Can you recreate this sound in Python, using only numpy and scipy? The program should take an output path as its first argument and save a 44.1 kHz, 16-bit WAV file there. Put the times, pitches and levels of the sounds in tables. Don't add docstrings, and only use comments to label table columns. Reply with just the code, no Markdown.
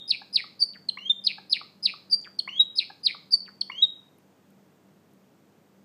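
import sys
import numpy as np
from scipy import signal
from scipy.io import wavfile
from scipy.ndimage import uniform_filter1d

SR = 44100
rng = np.random.default_rng(int(sys.argv[2]) if len(sys.argv) > 2 else 0)


def generate_wav(sig):
    pcm = np.round(np.clip(np.atleast_2d(sig).T, -1, 1) * 32767).astype(np.int16)
    wavfile.write(sys.argv[1], SR, pcm)


def undo_db(level):
    steps = np.asarray(level, float) / 20
    return 10 ** steps


N = 257544
BEFORE = SR // 4


def evened(x):
    return x / np.sqrt(np.mean(x ** 2) + 1e-20)


def read(points, hz, column=1):
    table = np.transpose(points)
    return np.interp(np.log(hz + 1), np.log(table[0] + 1), table[column])


def add(mix, s, sound):
    part = mix[BEFORE + round(s * SR):][:len(sound)]
    part += sound[:len(part)]


def wobble(count, seconds):
    size = max(round(seconds * SR), 1)
    once = uniform_filter1d(rng.standard_normal(count), size)
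    return evened(uniform_filter1d(once, size))


# [pitch_hz, second_db, third_db]
OVERTONES = [(2800, -43, -80), (3250, -42.5, -79), (3940, -51.5, -81.5), (3796, -44.5, -69),
             (4155, -39.5, -65.5), (4600, -38, -50), (5150, -33.5, -58)]
WARBLE_PER_S, WARBLE_DEPTH = 95, 0.023
DULL_HZ = 4000


def voice(rows, dull_hz=0):
    s, hz, level_db = np.transpose(rows)
    t = np.arange(s[0], s[-1], 1 / SR)
    hz = np.interp(t, s, hz) * (1 + .005 * wobble(len(t), .002))
    strain = np.clip((hz - 4650) / 300, 0, 1)
    hz *= 1 + WARBLE_DEPTH * strain * np.sin(2 * np.pi * WARBLE_PER_S * (t - s[0]))

    level_db = 20 * np.log10(uniform_filter1d(np.interp(t, s, undo_db(level_db)), size=60))
    level_db += 3.0 * strain * wobble(len(t), 0.0013)
    turn = 2 * np.pi * np.cumsum(hz) / SR
    second = undo_db(read(OVERTONES, hz, column=1)) * np.sin(2 * turn)
    third = undo_db(read(OVERTONES, hz, column=2)) * np.sin(3 * turn)
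    unsteady = 1 + .35 * wobble(len(t), .0008)
    overtones = (second + third) * unsteady / (1 + (dull_hz / hz) ** 30)
    air = undo_db(-50) * (0.84 + strain) * wobble(len(t), 5 / SR) * np.cos(turn)
    tone = undo_db(level_db) * np.sin(turn) + undo_db(0.6 * level_db) * (overtones + air)
    return s[0], tone * signal.windows.tukey(len(t), .05)


SCOOP_S, SCOOP_DEPTH, LULL_S, LULL_DB = .006, .2, .022, -12
CLIMB, SWELL_SHARE, OVERSHOOT, WAVER_DB = .185, .8, .025, 3.5
# [start_s, length_s, pitch_hz, level_db]
WHISTLES = [
    (-.21, 0.13, 2850, -31),
    (0.981, .108, 2780, -36),
    (2.486, 0.1053, 2850, -30.5),
    (3.713, .108, 2836, -34),
]


def whistle(s, length, hz, level_db):
    t = np.linspace(0, length, num=30)
    climb = np.maximum(t - LULL_S, 0) / (length - LULL_S)
    scoop = SCOOP_DEPTH * np.maximum(1 - t / SCOOP_S, 0)
    overshoot = OVERSHOOT * np.exp(-((t - SCOOP_S) / SCOOP_S) ** 2)
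    pitch = 1 - scoop + CLIMB * np.sin(climb * np.pi / 2.4) + overshoot
    corners_s = [0, SCOOP_S, LULL_S, SWELL_SHARE * length, length - SCOOP_S, length]
    effort_db = np.interp(t, corners_s, [-20, 0, LULL_DB, 0, 0, -20])
    effort_db += WAVER_DB * wobble(len(t), 2 / SR)
    return [voice(np.c_[s + t, hz * pitch, level_db + effort_db])]


JUMP_S, JUMP_DEPTH, JUMP_DB = .004, .08, -16.5
PEEP_S, SAG_HZ_PER_S, RELEASE_S = 0.028, 6000, .003
# [start_s, level_db, pitch_hz, attack_s, fade_db]
PEEPS = [
    (-.1, -9, 3780, 0.0085, -0.5),
    (1.097, -11.5, 3665, .004, -30),
    (2.594, -9, 3867, .009, -12.5),
    (3.822, -10.5, 3836, 0.0051, -5),
]


def peep(s, level_db, hz, attack, fade_db):
    t = np.array([-JUMP_S, 0, attack / 2, attack, PEEP_S, PEEP_S + RELEASE_S])
    below = JUMP_DEPTH * np.clip((attack / 2 - t) / (attack / 2 + JUMP_S), 0, 1)
    pitch_hz = hz * (1 - below) - SAG_HZ_PER_S * np.maximum(t - attack, 0)
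    effort_db = np.array([2 * JUMP_DB, JUMP_DB, -3.0, 0, fade_db, 2 * JUMP_DB])
    return [voice(np.c_[s + t, pitch_hz, level_db + effort_db])]


CUT_HZ, CUT_DB_PER_OCTAVE, RUMBLE_DB = 140, -47.5, -39.5
HISS_DB = -62.5
# [frequency_hz, density_db_per_hz]
HISS = [(135, -1.5), (230, -3), (430, -8), (1500, -21), (4000, -29.5), (8000, -32.5), (10500, -39.5),
        (13500, -33)]


def hiss():
    frames, hz = N // 512 + 5, np.fft.rfftfreq(2048, 1 / SR)
    a, b, patches = rng.standard_normal((frames, 1025, 3)).T
    patches = uniform_filter1d(uniform_filter1d(patches, size=20, axis=0), size=8, axis=1)
    octaves_below = np.log2(np.maximum(CUT_HZ / (hz + 1), 1))
    bass_db = np.maximum(CUT_DB_PER_OCTAVE * octaves_below, RUMBLE_DB)
    gain = undo_db(read(HISS, hz) + bass_db)
    z = (a + 1j * b) * gain[:, None] * undo_db(.4 * evened(patches))
    share = np.sqrt(np.sum(gain ** 2) / np.sum(gain[hz > 220] ** 2))
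    noise = signal.istft(z, nperseg=2048, noverlap=1536)[1][:N]
    return undo_db(HISS_DB) * share * evened(noise)


# [frequency_hz, width_hz, level_db, steadiness]
HUM = [
    (97.5, 1.7, -77, 6.4),
    (194.4, 2, -65, 1.1),
    (6650, 36, -93, 1.2),
]


def hum():
    t = np.arange(N) / SR
    out = np.zeros(N)
    for hz, width, level_db, steady in HUM:
        drift = steady + wobble(N, 0.16 / width) + 1j * wobble(N, 0.16 / width)
        out += undo_db(level_db) * evened((drift * np.exp(2j * np.pi * hz * t)).real)
    return out


def rattle(first, last, rate, first_hz, last_hz, level_db, grit=.045, tilt_db=0, bend=1.1, air=.15, sharp=3.0):
    t = np.arange(-.5 / rate, last - first + .5 / rate, 1 / SR)
    sunk = (1 - np.exp(-bend * t / (last - first))) / (1 - np.exp(-bend))
    hz = first_hz * (last_hz / first_hz) ** sunk
    level_db = level_db + tilt_db * np.log2(hz / last_hz)
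    hz *= 1 - 0.03 * np.sin(2 * np.pi * rate * t) + grit * wobble(len(t), 0.0017)
    sizes = undo_db(1.5 * rng.standard_normal(12))[np.round(t * rate).astype(int) % 12]
    puffs = sizes * abs(np.cos(np.pi * rate * t)) ** sharp * signal.windows.tukey(len(t), .15)
    puffs *= 1 + air * wobble(len(t), .0009)
    return first + t[0], undo_db(level_db) * puffs * np.sin(2 * np.pi * np.cumsum(hz) / SR)


LEAD_S, LEAD_HZ, LEAD_FLAT, LEAD_FIRST_DB, LEAD_LAST_DB = .027, 5182, .97, -29, -15.5
DIVE_HZ_PER_S = 104300
RATTLE_AFTER_S, RATTLE_S, RATTLE_PER_S, RATTLE_FIRST_HZ, RATTLE_DB = .0225, .031, 175, 2850, -28
# [after_dive_start_s, level_db]
DIVE = [(.002, -13), (.0045, -3.5), (.0095, 0), (.012, -4), (.0135, -12), (.020, -28)]
# [dive_start_s, level_db, pitch_factor, dive_stretch, rattle_end_hz]
CHIRPS = [
    (.103, -11, 0.98, 1.02, 2387),
    (.354, -10, 0.98, 1.08, 2180),
    (1.265, -10, 0.97, 0.91, 2392),
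    (1.523, -10, 0.98, .95, 2190),
    (1.852, -10.5, 0.98, 1.01, 2270),
    (2.781, -11.5, 0.98, 1.11, 2350),
    (3.059, -10, 0.96, 1.07, 2154),
]


def chirp(s, level_db, pitch, stretch, last_hz):
    after, dive_db = np.transpose(DIVE)
    t = np.r_[-LEAD_S, .002 - LEAD_S, 0, stretch * after]
    hz = pitch * np.r_[.9 * LEAD_HZ, LEAD_FLAT * LEAD_HZ, LEAD_HZ, LEAD_HZ - DIVE_HZ_PER_S * after]
    effort_db = np.r_[LEAD_FIRST_DB - 10, LEAD_FIRST_DB, LEAD_LAST_DB, dive_db]
    first = s + RATTLE_AFTER_S
    return [voice(np.c_[s + t, hz, level_db + effort_db], dull_hz=DULL_HZ),
            rattle(first, first + RATTLE_S, RATTLE_PER_S, RATTLE_FIRST_HZ, last_hz, RATTLE_DB)]


# [start_s, level_db]
LEVEL_CLUCKS = [
    (.215, -41),
    (1.38, -39),
    (2.899, -38.5),
]
# [start_s, level_db]
FALLING_CLUCKS = [
    (.439, -41),
    (1.611, -36.5),
    (1.936, -39.5),
    (3.145, -37.5),
]
# [start_s, level_db]
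RISING_CLUCKS = [
    (.971, -37.5),
    (2.4746, -34.5),
    (3.697, -34.5),
]
# (length s, first Hz, last Hz, second partial dB, clucks)
CLUCK_KINDS = [(.0125, 776.5, 833, -3.5, LEVEL_CLUCKS), (.0115, 1480, 1144.5, -19, FALLING_CLUCKS),
               (.011, 790, 1138, 5.7, RISING_CLUCKS)]


def cluck(s, length, first_hz, last_hz, level_db, second_db):
    u = np.arange(0, 1, 1 / (length * SR))
    turn = 2 * np.pi * np.cumsum(first_hz + (last_hz - first_hz) * np.tanh(3 * u)) / SR
    tone = np.sin(turn) + undo_db(second_db) * np.sin(2 * turn) + undo_db(-20) * np.sin(3 * turn)
    band = signal.butter(4, [.5 * 1250, 1.1 * 1250], "band", fs=SR, output="sos")
    air = evened(signal.sosfilt(band, rng.standard_normal(1000)))[-len(u):]
    return s, undo_db(level_db) * (tone + undo_db(-12) * air) * np.sin(np.pi * u ** .8) ** 2


SWELL_AFTER_S = .043
# [after_start_s, pitch_hz, effort_db]
HELD = [(0, 4600, -34.5), (.005, 4680, -28), (.012, 5075, -25.5), (.026, 4660, -10.5), (0.036, 4538, 1),
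        (.041, 4600, -9), (.045, 4680, -8.5), (0.049, 4640, -13.5), (.054, 4600, -29.5)]
# [start_s, level_db, pitch_factor, second_swell_db]
HELDS = [
    (.592, -10, 0.9975, 1.5),
    (2.098, -11.5, 1.015, 8),
    (3.307, -7.5, 1.002, -4.5),
]


def held(s, level_db, pitch, swell_db):
    t, hz, effort_db = np.transpose(HELD)
    swell = swell_db * (t > SWELL_AFTER_S)
    return [voice(np.c_[s + t, pitch * hz, level_db + effort_db + swell])]


DRIP_S, DRIP_PER_S, DRIP_FIRST_HZ, DRIP_LAST_HZ = .034, 172, 4050, 1400
# [start_s, level_db]
DRIPS = [
    (0.7351, -40.5),
    (2.240, -38),
    (3.457, -42),
]


def drip(s, level_db):
    return [rattle(s, s + DRIP_S, DRIP_PER_S, DRIP_FIRST_HZ, DRIP_LAST_HZ, level_db,
                   grit=.07, tilt_db=-4.5, bend=.9, air=.5, sharp=5)]


# [start_s, level_db, centre_hz, width_hz]
TICKS = [(.886, -54, 7500, 6000), (1.097, -57, 7000, 7000), (2.597, -61, 9000, 9000),
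         (2.215, -47, 7000, 1200), (2.3985, -52, 8000, 7000), (3.327, -42, 5900, 1500),
         (4.186, -60, 2300, 500), (3.609, -58, 6000, 3000), (3.824, -57, 8000, 8000),
         (4.185, -65, 11500, 5000), (4.505, -64, 11000, 6000), (5.135, -66, 11000, 6000)]


def tick(s, level_db, hz, width):
    burst = rng.standard_normal(300) * np.exp(-np.arange(300) / 40.)
    b, a = signal.iirpeak(hz, hz / width, SR)
    return s, undo_db(level_db) * 4 * signal.lfilter(b, a, signal.lfilter(b, a, burst))


# [after_opening_s, pitch_hz, effort_db]
CHIP = [(-.005, 5400, -46), (-.0025, 4750, -22), (-.001, 4350, -6), (.002, 4200, 0), (.005, 4200, -4),
        (.0065, 4050, -17), (.008, 3300, -16), (.010, 3000, -20), (.013, 2900, -42)]
# [start_s, level_db, pitch_factor, stretch]
CHIPS = [
    (0.89, -14, 0.99, 0.93),
    (2.392, -14.5, 1.035, 1.061),
    (3.6133, -14, 1.045, 0.75),
]


def chip(s, level_db, pitch, stretch):
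    t, hz, effort_db = np.transpose(CHIP)
    return [voice(np.c_[s + stretch * t, pitch * hz, level_db + effort_db], dull_hz=DULL_HZ)]


def finch():
    song = np.zeros(N + BEFORE)
    notes = ((whistle, WHISTLES), (peep, PEEPS), (chirp, CHIRPS), (held, HELDS), (drip, DRIPS), (chip, CHIPS))
    for maker, rows in notes:
        for row in rows:
            for part in maker(*row):
                add(song, *part)
    for length, first_hz, last_hz, second_db, rows in CLUCK_KINDS:
        for s, level_db in rows:
            add(song, *cluck(s, length, first_hz, last_hz, level_db, second_db))
    for row in TICKS:
        add(song, *tick(*row))
    return song


# [delay_s, level_db]
WALLS = [(.0021, -22), (.0047, -20), (.0078, -22), (.0113, -21), (.0166, -22)]
# [frequency_hz, t60_s, level_db]
ROOM = [(500, .5, -11.5), (2000, 0.35, -11), (3220, 0.37, -9), (4240, 0.4, -17.5), (5970, .45, -5.5),
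        (8700, 0.24, -7.5), (13975, 0.16, -12.5)]


def room(x):
    near = np.zeros(SR // 20)
    near[0] = 1
    for delay, level_db in WALLS:
        near[round(delay * SR)] += undo_db(level_db)
    taps = np.zeros(SR)
    at = np.arange(200, SR - 20, 20)
    taps[at + rng.integers(0, 20, len(at))] = rng.choice([-1., 1.], len(at))
    hz, t, z = signal.stft(taps, SR, nperseg=256)
    t60 = read(ROOM, hz)[:, None]
    wet_db = read(ROOM, hz, column=2)[:, None]
    swell = 1 - np.exp(-t / .006)
    energy = 2000 * t60 / (2 * np.log(1000))
    decay = undo_db(wet_db - 60 * t / t60) / np.sqrt(energy)
    tail = signal.istft(z * swell * decay, SR, nperseg=256)[1]
    return signal.fftconvolve(x, near)[:len(x)] + signal.fftconvolve(x, tail)[:len(x)]


def scene():
    return (room(finch())[BEFORE:] + hiss() + hum())[None]


def masked(x):
    hz, t, z = signal.stft(x, SR, nperseg=1024, noverlap=768)
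    power = uniform_filter1d(uniform_filter1d(abs(z) ** 2, size=9, axis=0), size=5, axis=1) + 1e-20
    octaves = np.log2((hz[:, None] + 40) / (hz + 40))
    slope_db = np.where(octaves > 0, -18, 45)
    shadow = undo_db(-40 + slope_db * octaves) ** 2 @ power
    hidden = 1 / (1 + (power / np.minimum(shadow, undo_db(-95) ** 2)) ** 4)
    return signal.istft(z * undo_db(-25 * hidden), SR, nperseg=1024, noverlap=768)[1][:N]


def top_cut(x):
    return signal.sosfilt(signal.butter(12, 15730, fs=SR, output="sos"), x)


def record(dry):
    low_pass = signal.firwin(301, 15150, window=("kaiser", 6), fs=SR)
    cut = signal.oaconvolve(dry[0], low_pass, "same")
    return top_cut(masked(cut)[None])


dry = scene()
out = record(dry)
generate_wav(out)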